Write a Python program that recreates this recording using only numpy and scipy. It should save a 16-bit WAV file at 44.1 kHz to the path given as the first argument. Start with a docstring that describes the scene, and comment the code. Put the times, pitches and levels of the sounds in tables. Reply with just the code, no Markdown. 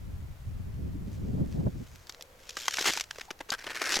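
"""A skier shuffles on crusty snow in open air, close to a hand-held camera: no echo, only a faint hiss.
For two seconds wind buffets the microphone ports; as it drops, pole and binding click.
From 2.4 s a ski scrapes up dense ice grains; the crust snaps in short cracks and gives way in longer
crunches, while the skis knock and packed snow squeaks. A pole ticks at 3.5 s,
and a second stroke builds through the last half second."""
import sys
import numpy as np
from scipy import signal
from scipy.fft import rfft, irfft, next_fast_len
from scipy.io import wavfile
from scipy.ndimage import uniform_filter1d, map_coordinates

SR = 44100
rng = np.random.default_rng(int(sys.argv[2]) if len(sys.argv) > 2 else 0)


def file_out(sig):
    """Save sig as 16-bit WAV at sys.argv[1]."""
    # one column per channel
    cols = np.atleast_2d(sig).T
    # limit, then scale
    lim = np.clip(cols, -1, 1)
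    pcm = np.round(lim * 32767).astype(np.int16)
    wavfile.write(sys.argv[1], SR, pcm)


N = 176400


def amp(db):
    """Decibels to gain."""
    return 10 ** (np.asarray(db) / 20)


def unit(x):
    """Scale to rms 1."""
    return x / np.sqrt(np.mean(x ** 2) + 1e-20)


def along(points, hz):
    """Read (Hz, value) points along a log frequency axis."""
    freqs, values = np.transpose(points)
    return np.interp(np.log(hz + 1), np.log(freqs + 1), values)


def curves(rows):
    """A dB value per sample for each column after the time; silent outside."""
    times, *columns = np.transpose(rows)
    return [np.interp(np.arange(N) / SR, times, db, left=-120, right=-120) for db in columns]


def wobble(rate, size=N):
    """A smooth random curve, rate knots a second."""
    knots = rng.standard_normal(size // 16 + 8)
    return map_coordinates(knots, [np.arange(size) * rate / SR], mode="mirror")


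def swell(start, length):
    """A rounded rise and fall, timed in seconds."""
    progress = np.clip((np.arange(N) / SR - start) / length, 0, 1)
    return np.sqrt(abs(np.sin(np.pi * progress)))


def coloured(x, gain_db, size=8192):
    """x through a minimum-phase filter whose gain in dB is a function of frequency."""
    cepstrum = irfft(np.log(amp(gain_db(np.fft.rfftfreq(size, 1 / SR)))))
    cepstrum[1:size // 2] *= 2
    cepstrum[size // 2 + 1:] = 0
    kernel = irfft(np.exp(rfft(cepstrum)))[:size // 2]
    padded = next_fast_len(x.shape[-1] + size // 2, True)
    return irfft(rfft(x, padded) * rfft(kernel, padded), padded)[..., :x.shape[-1]]


def rush(spectrum, alike):
    """Left and right noise of rms 1 with a given spectrum and likeness."""
    def noise(sign):
        likeness = lambda hz: np.clip(along(alike, hz), -.99, .99)
        gain_db = lambda hz: along(spectrum, hz) + 10 * np.log10(1 + sign * likeness(hz))
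        return coloured(rng.standard_normal(N), gain_db)

    mid, side = noise(1), noise(-1)
    return unit(np.array([mid + side, mid - side]))


def add(track, start, sound):
    """Mix a sound in at start seconds."""
    part = track[:, round(start * SR):][:, :sound.shape[1]]
    part += sound[:, :part.shape[1]]


# Open air all around the microphone. Each row: frequency in Hz, relative level in dB.
AIR_SPECTRUM = [(25, 12), (70, 8.5), (125, 3), (220, -4), (500, 0.5), (1000, -2), (2000, -5.5),
                (4000, -12.5), (7000, -16), (10000, -18.5), (12500, -16.5), (16000, -21.5)]
# Its stereo image. Each row: frequency in Hz, left-right correlation.
AIR_ALIKE = [(60, 0.96), (400, 0.52), (1400, 0.096), (3100, 0.065), (7000, 0.33), (10500, 0.57), (12000, 1)]
AIR_DB = -57.5


def air():
    """The faint, steady hiss of still air."""
    return amp(AIR_DB) * rush(AIR_SPECTRUM, AIR_ALIKE)


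def hollow_tone(centre_hz=507, width_hz=68, db=-61.5):
    """A faint, narrow band of noise swells and fades as the wind drops."""
    band = coloured(rng.standard_normal(N), lambda hz: -20 * np.log10(1 + ((hz - centre_hz) / width_hz) ** 2))
    return amp(db) * swell(start=2.095, length=0.51) * unit(band)


# Wind right on the microphone. Each row: time in seconds, buffet and flutter levels in dB before trim.
GUSTS = [(0.0, -39.5, -57.5), (0.09, -42.5, -48.5), (0.31, -42, -59.5), (0.37, -51, -74),
         (0.47, -40, -53.5), (0.68, -40, -46.5), (0.75, -43, -52), (0.79, -38, -41.5), (1.13, -41.5, -46.5),
         (1.3, -36, -38), (1.41, -37.5, -32), (1.46, -37.5, -39), (1.53, -44, -41.5), (1.6, -35, -32.5),
         (1.64, -45, -37), (1.67, -32, -29.5), (1.72, -48, -44.5), (1.78, -36, -41.5), (1.82, -53, -44),
         (1.88, -55, -74), (1.95, -57.5, -52.5), (1.98, -57, -88), (2.1, -68, -88)]
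# Its three layers, low to high. Each row: frequency in Hz, relative level in dB.
BUFFET_SPECTRUM = [(20, -10), (45, -5), (75, -2), (120, -4.5), (200, -22), (400, -45), (1200, -60),
                   (4000, -100)]
FLUTTER_SPECTRUM = [(30, -24), (100, -7), (170, -0.5), (250, -7), (380, -15), (600, -24.5), (1000, -50.5),
                    (3000, -77)]
WHIRL_SPECTRUM = [(100, -22), (300, -1.5), (520, -1.5), (750, -4.5), (1200, -19), (3000, -48)]
# Wind across the two ports. Each row: frequency in Hz, left-right correlation.
WIND_ALIKE = [(40, 0.61), (70, 0.92), (130, 0.22), (290, -0.17), (1000, -0.55)]
# Eddies hitting the ports. Each row: centre in seconds, width in seconds, pitch in Hz, level in dB.
THUMPS = [(0.643, 0.009, 101, -32.5), (0.957, 0.0068, 286, -38.5), (1.338, 0.0038, 224, -28),
          (1.417, 0.0041, 194, -26), (1.661, 0.0074, 104, -22.5)]
BUFFET_TRIM_DB, FLUTTER_TRIM_DB, BUFFET_LEFT_DB = 2.5, 1.5, 0.6
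STRONG_GUST_DB, WHIRL_DB, WHIRL_GROWTH = -37.5, -55.5, 2.3  # growth: dB of whirl per dB of flutter


def wind():
    """Wind buffets and flutters on the ports; strong gusts add a higher whirl and single eddies thump."""
    buffet_db, flutter_db = curves(GUSTS)
    whirl_db = WHIRL_DB + WHIRL_GROWTH * (flutter_db - STRONG_GUST_DB)
    thumps, t = np.zeros((2, N)), np.arange(N) / SR
    for centre, width, hz, db in THUMPS:
        envelope = amp(db) * np.exp(-.5 * ((t - centre) / width) ** 2)
        port_phase = rng.normal(0, 0.54, (2, 1))
        thumps += envelope * np.sin(2 * np.pi * hz * (t - centre) + port_phase)
    buffet = amp(buffet_db + BUFFET_TRIM_DB + wobble(15.77)) * rush(BUFFET_SPECTRUM, WIND_ALIKE)
    flutter = amp(flutter_db + FLUTTER_TRIM_DB + 2.34 * wobble(50)) * rush(FLUTTER_SPECTRUM, WIND_ALIKE)
    whirl = amp(whirl_db + 3.5 * wobble(76)) * rush(WHIRL_SPECTRUM, WIND_ALIKE)
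    return buffet * amp([[BUFFET_LEFT_DB], [-BUFFET_LEFT_DB]]) + flutter + whirl + thumps


GRAINS_PER_S, GRAIN_SPREAD_DB, CLUMPS_PER_S = 6500, 5.5, 290
PLATE_WIDTH_HZ, PLATE_LIFE_S, PLATE_SPREAD_DB = 200, 0.03, 1.92


def grains(size):
    """Ice grains break at random moments with log-normal sizes: mid and side impulses."""
    breaks = rng.random(size) < GRAINS_PER_S / SR
    sizes = amp(GRAIN_SPREAD_DB * np.clip(rng.standard_normal(size), -2, 2))
    return unit(breaks * sizes * rng.choice([-1, 1], (2, size)))


def burst(envelope, gain_db):
    """A cluster of grains with the chance resonances of one plate and the energy of its envelope."""
    resonances = rng.standard_normal(256)
    plate_db = lambda hz: PLATE_SPREAD_DB * map_coordinates(resonances, [hz / PLATE_WIDTH_HZ], mode="mirror")
    cluster = coloured(grains(len(envelope)) * envelope, lambda hz: gain_db(hz) + plate_db(hz))
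    return unit(cluster) * np.sqrt(np.mean(envelope ** 2))


# Snow pressed underfoot. Each row: frequency in Hz, relative level in dB.
PUSH_SPECTRUM = [(40, -29), (120, 2), (380, -0.5), (900, -16)]


def push(db=-51):
    """Snow rumbles briefly under the hardest push."""
    rumble = unit(coloured(grains(N), lambda hz: along(PUSH_SPECTRUM, hz)))
    return amp(db) * swell(start=2.857, length=0.057) * rumble


# Packed snow close by. Each row: start in seconds, length in seconds, pitch in Hz, level in dB.
SQUEAKS = [(2.784, 0.0084, 1659, -29), (3.279, 0.023, 810, -47.5), (3.527, 0.022, 1575, -29.5)]


def squeaks():
    """Packed snow sticks and slips in brief, unsteady tones."""
    wavering_t = np.cumsum(1 + 0.1 * wobble(200)) / SR
    return sum(amp(db) * swell(start, length) * np.sin(2 * np.pi * hz * wavering_t)
               for start, length, hz, db in SQUEAKS)


# Gear near the microphone. 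Each row: start in seconds, level in dB, tilt in dB per octave.
CLICKS = [(1.958, -40.5, 0), (2.0704, -38.5, 0), (2.0951, -26.5, -1), (2.0975, -34, -2), (2.124, -39, -1),
          (2.147, -38.5, -1), (2.21, -32.5, -2), (2.2241, -32, 4)]
# A click before its tilt. Each row: frequency in Hz, relative level in dB.
CLICK_SPECTRUM = [(200, -19.5), (2000, -3.5), (5600, 3), (9500, -17), (12000, -9.5), (16000, -30)]


def clicks(t60_s=0.0039, tail_db=-18, tail_t60_s=0.035):
    """Pole and binding make hard, bright contacts that die at once and leave a faint rattle."""
    track, t = np.zeros((2, N)), np.arange(SR // 20) / SR
    envelope = amp(-60 * t / t60_s) + amp(tail_db - 60 * t / tail_t60_s)
    for start, db, tilt_db in CLICKS:
        click = burst(envelope, lambda hz: along(CLICK_SPECTRUM, hz) + tilt_db * np.log2(hz + 1))
        add(track, start, amp(db) * click)
    return track


# A pole striking close by. 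Each row: start in seconds, gain in dB.
POLE_CONTACTS = [(3.5035, -21.5), (3.505, -20), (3.5099, -40)]
# Its ring. Each row: frequency in Hz, relative level in dB, seconds to fall 60 dB.
POLE_MODES = [(2680, -21.5, 0.041), (3940, -3.5, 0.0091), (4500, 2, 0.0052), (4970, 2, 0.0055),
              (6300, -3.5, 0.0067), (7300, -2.5, 0.0039), (11300, -20, 0.0046)]


def pole_tick():
    """A hard contact and two quick rebounds ring a few heavily damped modes."""
    track, t = np.zeros((2, N)), np.arange(SR // 20) / SR
    for start, db in POLE_CONTACTS:
        ring = sum(rng.choice([-1, 1], (2, 1)) * amp(mode_db - 60 * t / t60) * np.sin(2 * np.pi * hz * t)
                   for hz, mode_db, t60 in POLE_MODES)
        add(track, start, amp(db) * ring)
    return track


# Skis knocking below the microphone. Each row: start in seconds, pitch in Hz, level in dB.
KNOCKS = [(2.195, 650, -42), (2.787, 298, -35), (2.808, 465, -29), (2.89, 383, -28), (2.964, 420, -36.5),
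          (3.186, 433, -36), (3.309, 370, -32), (3.518, 257, -33), (3.97, 457, -27)]


def knocks(attack_s=0.00061, t60_s=0.022):
    """Weight rocks a ski and it rings hollowly for a few cycles, damped by the snow."""
    track, t = np.zeros((2, N)), np.arange(SR // 10) / SR
    for start, hz, db in KNOCKS:
        envelope = (1 - np.exp(-t / attack_s)) * amp(db - 60 * t / t60_s)
        add(track, start, np.tile(envelope * np.sin(2 * np.pi * hz * t), (2, 1)))
    return track


# Crust giving way underfoot.
# Each row: start in seconds, hold in seconds, level in dB, tilt in dB per octave.
CRUNCHES = [(2.854, 0.039, -27.5, 1.5), (2.89, 0.014, -35.5, -2.5), (3.403, 0.0079, -36.5, -1.8),
            (3.487, 0.011, -41, -1), (3.518, 0.032, -32.5, 0), (3.638, 0.01, -42, -0.5),
            (3.664, 0.0093, -35, -2.1), (3.697, 0.016, -37, 0), (3.745, 0.018, -40.5, 1),
            (3.815, 0.0056, -27, 0.5), (3.964, 0.0092, -32.5, -3.5)]
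# A crunch before its tilt. Each row: frequency in Hz, relative level in dB.
CRUNCH_SPECTRUM = [(50, -22), (130, -15), (280, -1.5), (750, -0.5), (1050, 0), (1550, 1), (2500, -1),
                   (4000, -6), (6000, -9.5), (8300, -15), (10000, -23), (11800, -18), (16000, -34)]


def crunches(attack_s=0.002, t60_s=0.032, clump_db=4.5):
    """Snow packs under a ski or pole: a run of grains, longer and duller than a crack."""
    track, t = np.zeros((2, N)), np.arange(SR // 10) / SR
    for start, hold, db, tilt_db in CRUNCHES:
        envelope = np.minimum(t / attack_s, 1) * amp(-60 * np.maximum(t - hold, 0) / t60_s)
        clumps = amp(clump_db * wobble(CLUMPS_PER_S, size=len(t)))
        clumps /= np.sqrt(np.average(clumps ** 2, weights=envelope ** 2))
        tone_db = lambda hz: along(CRUNCH_SPECTRUM, hz) + tilt_db * np.log2(hz + 1)
        add(track, start, amp(db) * burst(envelope * clumps, tone_db))
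    return track


# Crust snapping at close range. Each row: start in seconds, level in dB before trim,
# relative bass, middle and treble in dB, hold in seconds.
CRACKS = [(2.492, -26, -40, -14, -10, 0.0029), (2.569, -19, -17.5, -6.5, -6.5, 0.0043),
          (2.681, -9, -25.5, -10, -13, 0.0034), (2.708, -22.5, -34, -12, -4, 0.0036),
          (2.739, -17.5, -41, -8, -9.5, 0.0046), (2.77, -16, -29, -6, -4, 0.0017),
          (2.784, -14, -24, 1, -14, 0.0035), (2.793, -17, -25, -16, -14, 0.0021),
          (2.811, -14.5, -27, -18, -10, 0.0019), (2.823, -22.5, -30, -10, -11, 0.0026),
          (2.843, -17, -28, -7, -8, 0.0018), (2.935, -16, -28, -14, -6.5, 0.0027),
          (2.953, -22, -35, -8, -9, 0.001), (2.966, -21.5, -20, -19, 1, 0.0013),
          (2.973, -15, -22, -3.5, -8.5, 0.0037), (2.998, -17, -33, -11, -11, 0.0015),
          (3.009, -15, -31, -15, -8.5, 0.0026), (3.039, -30, -54, -17, -11, 0.0021),
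          (3.108, -19.5, -30, -4.5, -11.5, 0.0023), (3.158, -33.5, -15, -5, -9.5, 0.0022),
          (3.184, -26, -18, -17, -20, 0.0022), (3.196, -31, -23, 1, -7, 0.0023),
          (3.21, -24.5, -29.5, -13, -19, 0.0048), (3.305, -21, -26, -5.5, -17, 0.002),
          (3.31, -24.5, -22, -11, -13, 0.002), (3.39, -38, -29, -3, -9, 0.0016),
          (3.856, -19, -30, -14, -8, 0.0022), (3.863, -25, -34, -10, 7, .002),
          (3.99, -15, -21, -20, -12, 0.00072)]
# The centres of bass, middle and treble in Hz.
BAND_HZ = [470, 1470, 5200]
# The tone all cracks share. Each row: frequency in Hz, relative level in dB.
CRACK_SPECTRUM = [(50, -43), (150, -1.5), (300, 9), (700, 7), (1100, 0.5), (1600, 0.5), (2400, 0),
                  (3100, 0), (4000, -3.5), (5500, 0), (7000, -5), (8300, -12.5), (10000, -19),
                  (11800, -14.5), (14000, -28), (16000, -36)]


def cracks(trim_db=-13, t60_s=0.013, tail_db=-12.5, tail_t60_s=0.049):
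    """Each snap is a few milliseconds of fractures with an instant start and a weak crumbling tail."""
    track, t = np.zeros((2, N)), np.arange(SR // 10) / SR
    for start, db, *bands_db, hold in CRACKS:
        snap = amp(-60 * np.maximum(t - hold, 0) / t60_s)
        tail = amp(tail_db - 60 * t / tail_t60_s)
        tone = list(zip(BAND_HZ, bands_db))
        crack = burst(snap + tail, lambda hz: along(CRACK_SPECTRUM, hz) + along(tone, hz))
        add(track, start, amp(db + trim_db) * crack)
    return track


def sticking(length_s=0.013, dip_db=-1.5):
    """Gain on the scrape: it dips as the ski sticks just before each snap."""
    stuck = np.max([swell(start - length_s, length_s) for start, *_ in CRACKS], axis=0)
    return amp(dip_db * stuck)


def crumbs(per_s=49, jump_db=12.5, t60_s=0.014):
    """Gain on the grains: it jumps when a bigger crumb breaks and falls back within milliseconds."""
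    breaks = (rng.random(N) < per_s / SR) * amp(jump_db)
    decay = float(amp(-60 / SR / t60_s))
    return 1 + signal.lfilter([1], [1, -decay], breaks)


def plates(x):
    """Breaking plates of crust ring briefly at chance pitches: patches of gain in pitch and time."""
    hz, t, spectra = signal.stft(x, SR, nperseg=512)
    grid = np.meshgrid(hz / PLATE_WIDTH_HZ, t / PLATE_LIFE_S, indexing="ij")
    patches = map_coordinates(rng.standard_normal(spectra.shape[1:]), grid, mode="mirror")
    return signal.istft(spectra * amp(PLATE_SPREAD_DB * patches), SR, nperseg=512)[1][:, :N]


# Skis sliding faintly over loose snow. Each row: time in seconds, level in dB.
SLIDE = [(0, -72.5), (1.05, -72), (1.14, -58.5), (1.19, -66), (1.46, -67.5), (1.52, -60), (1.63, -67.5),
         (1.78, -65), (1.9, -62.5), (2.12, -65), (2.3, -68.5), (3.05, -65.5), (3.2, -52.5), (3.35, -70),
         (4, -58)]
# Two strokes just below the microphone, a list for each.
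# Each row: time in seconds, level of the treble grit in dB, level of the midrange rasp in dB.
STROKES = [
    [(2.38, -69, -73), (2.44, -58.5, -62), (2.55, -49.5, -64), (2.58, -44, -52.5), (2.7, -43.5, -51),
     (2.78, -38.5, -47), (2.85, -34.5, -38.5), (2.877, -23, -24), (2.915, -36.5, -45), (3.0, -42.5, -50),
     (3.03, -55, -58), (3.07, -76, -89)],
    [(3.575, -62, -60), (3.592, -54, -49.5), (3.64, -55, -50), (3.73, -52.5, -44.5), (3.79, -46, -41.5),
     (3.84, -35, -32), (3.89, -42.5, -38), (3.92, -28, -29.5), (3.948, -24, -29.5), (3.971, -23.5, -34),
     (3.979, -40, -39), (4.0, -60, -41)],
]
# Loose snow, grit (a list for each stroke) and rasp. Each row: frequency in Hz, relative level in dB.
POWDER_SPECTRUM = [(100, -41), (600, -3), (2000, 0), (4000, -0.5), (6800, 0), (9500, -12), (16000, -13.5)]
GRIT_SPECTRA = [
    [(100, -44), (1000, -16), (2000, -6.5), (3000, 1.5), (4200, 0), (5500, 0.5), (7000, -1), (8300, -9.5),
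     (10000, -18), (11800, -12), (14000, -21), (16000, -27)],
    [(100, -46), (1000, -27), (3000, -3), (4200, 0.5), (5300, 4), (6000, 1.5), (6700, -4), (8000, -7.5),
     (10000, -19), (11800, -16), (16000, -40)],
]
RASP_SPECTRUM = [(50, -58), (150, -29), (330, -8), (700, -9), (1100, -7.5), (1600, 0), (2100, -1.5),
                 (3000, -7.5), (5000, -35), (10000, -22), (16000, -34)]
CRUMB_LIMIT_DB = -44  # in a scrape louder than this the crumbs grow no bigger


def scrapes():
    """Ski edges catch and let go, breaking grains in clumps: grit over a rasp, a soft slide beneath."""
    catch = np.clip(wobble(CLUMPS_PER_S), -2, 2)
    crumb_gain = crumbs()

    def layer(level_db, spectrum, clump_db, crumbly=1):
        """Grains at a given level; crumbs stand out less the harder the ski scrapes."""
        prominence = crumbly * amp(np.minimum(CRUMB_LIMIT_DB - level_db, 0))
        sizes = amp(clump_db * catch) * (1 + prominence * crumb_gain)
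        sizes /= np.sqrt(uniform_filter1d(sizes ** 2, size=SR // 8))  # even power over 1/8 s
        return amp(level_db) * unit(coloured(grains(N) * sizes, lambda hz: along(spectrum, hz)))

    track = layer(curves(SLIDE)[0], POWDER_SPECTRUM, clump_db=2, crumbly=0.46)
    for stroke, grit_spectrum in zip(STROKES, GRIT_SPECTRA):
        grit_db, rasp_db = curves(stroke)
        track += layer(grit_db, grit_spectrum, clump_db=3.5)
        track += layer(rasp_db, RASP_SPECTRUM, clump_db=2.5)
    return plates(track) * sticking()


# The skier's stereo width at the microphone. Each row: frequency in Hz, gain of the side signal in dB.
SKIER_WIDTH = [(100, -57), (450, -35.5), (1200, -15.5), (5500, -14), (7500, -15.5), (9500, -1.5),
               (11000, -2), (12000, -19), (16000, -27)]
SKIER_LEFT_DB = 0.46


def scene():
    """Snow and gear sound just below the camera, slightly left, in wind and still-air hiss."""
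    mid, side = scrapes() + push() + cracks() + crunches() + knocks() + clicks() + pole_tick() + squeaks()
    side = coloured(side, lambda hz: along(SKIER_WIDTH, hz))
    skier = np.array([mid + side, mid - side]) * amp([[SKIER_LEFT_DB], [-SKIER_LEFT_DB]])
    return skier + wind() + hollow_tone() + air()


BAND_LIMIT_HZ = 16600


def record(dry):
    """The hand-held camera keeps nothing above its band limit."""
    padded = next_fast_len(N + SR // 2)
    passband = np.fft.rfftfreq(padded, 1 / SR) < BAND_LIMIT_HZ
    return irfft(rfft(dry, padded) * passband, padded)[:, :N]


dry = scene()
out = record(dry)
file_out(out)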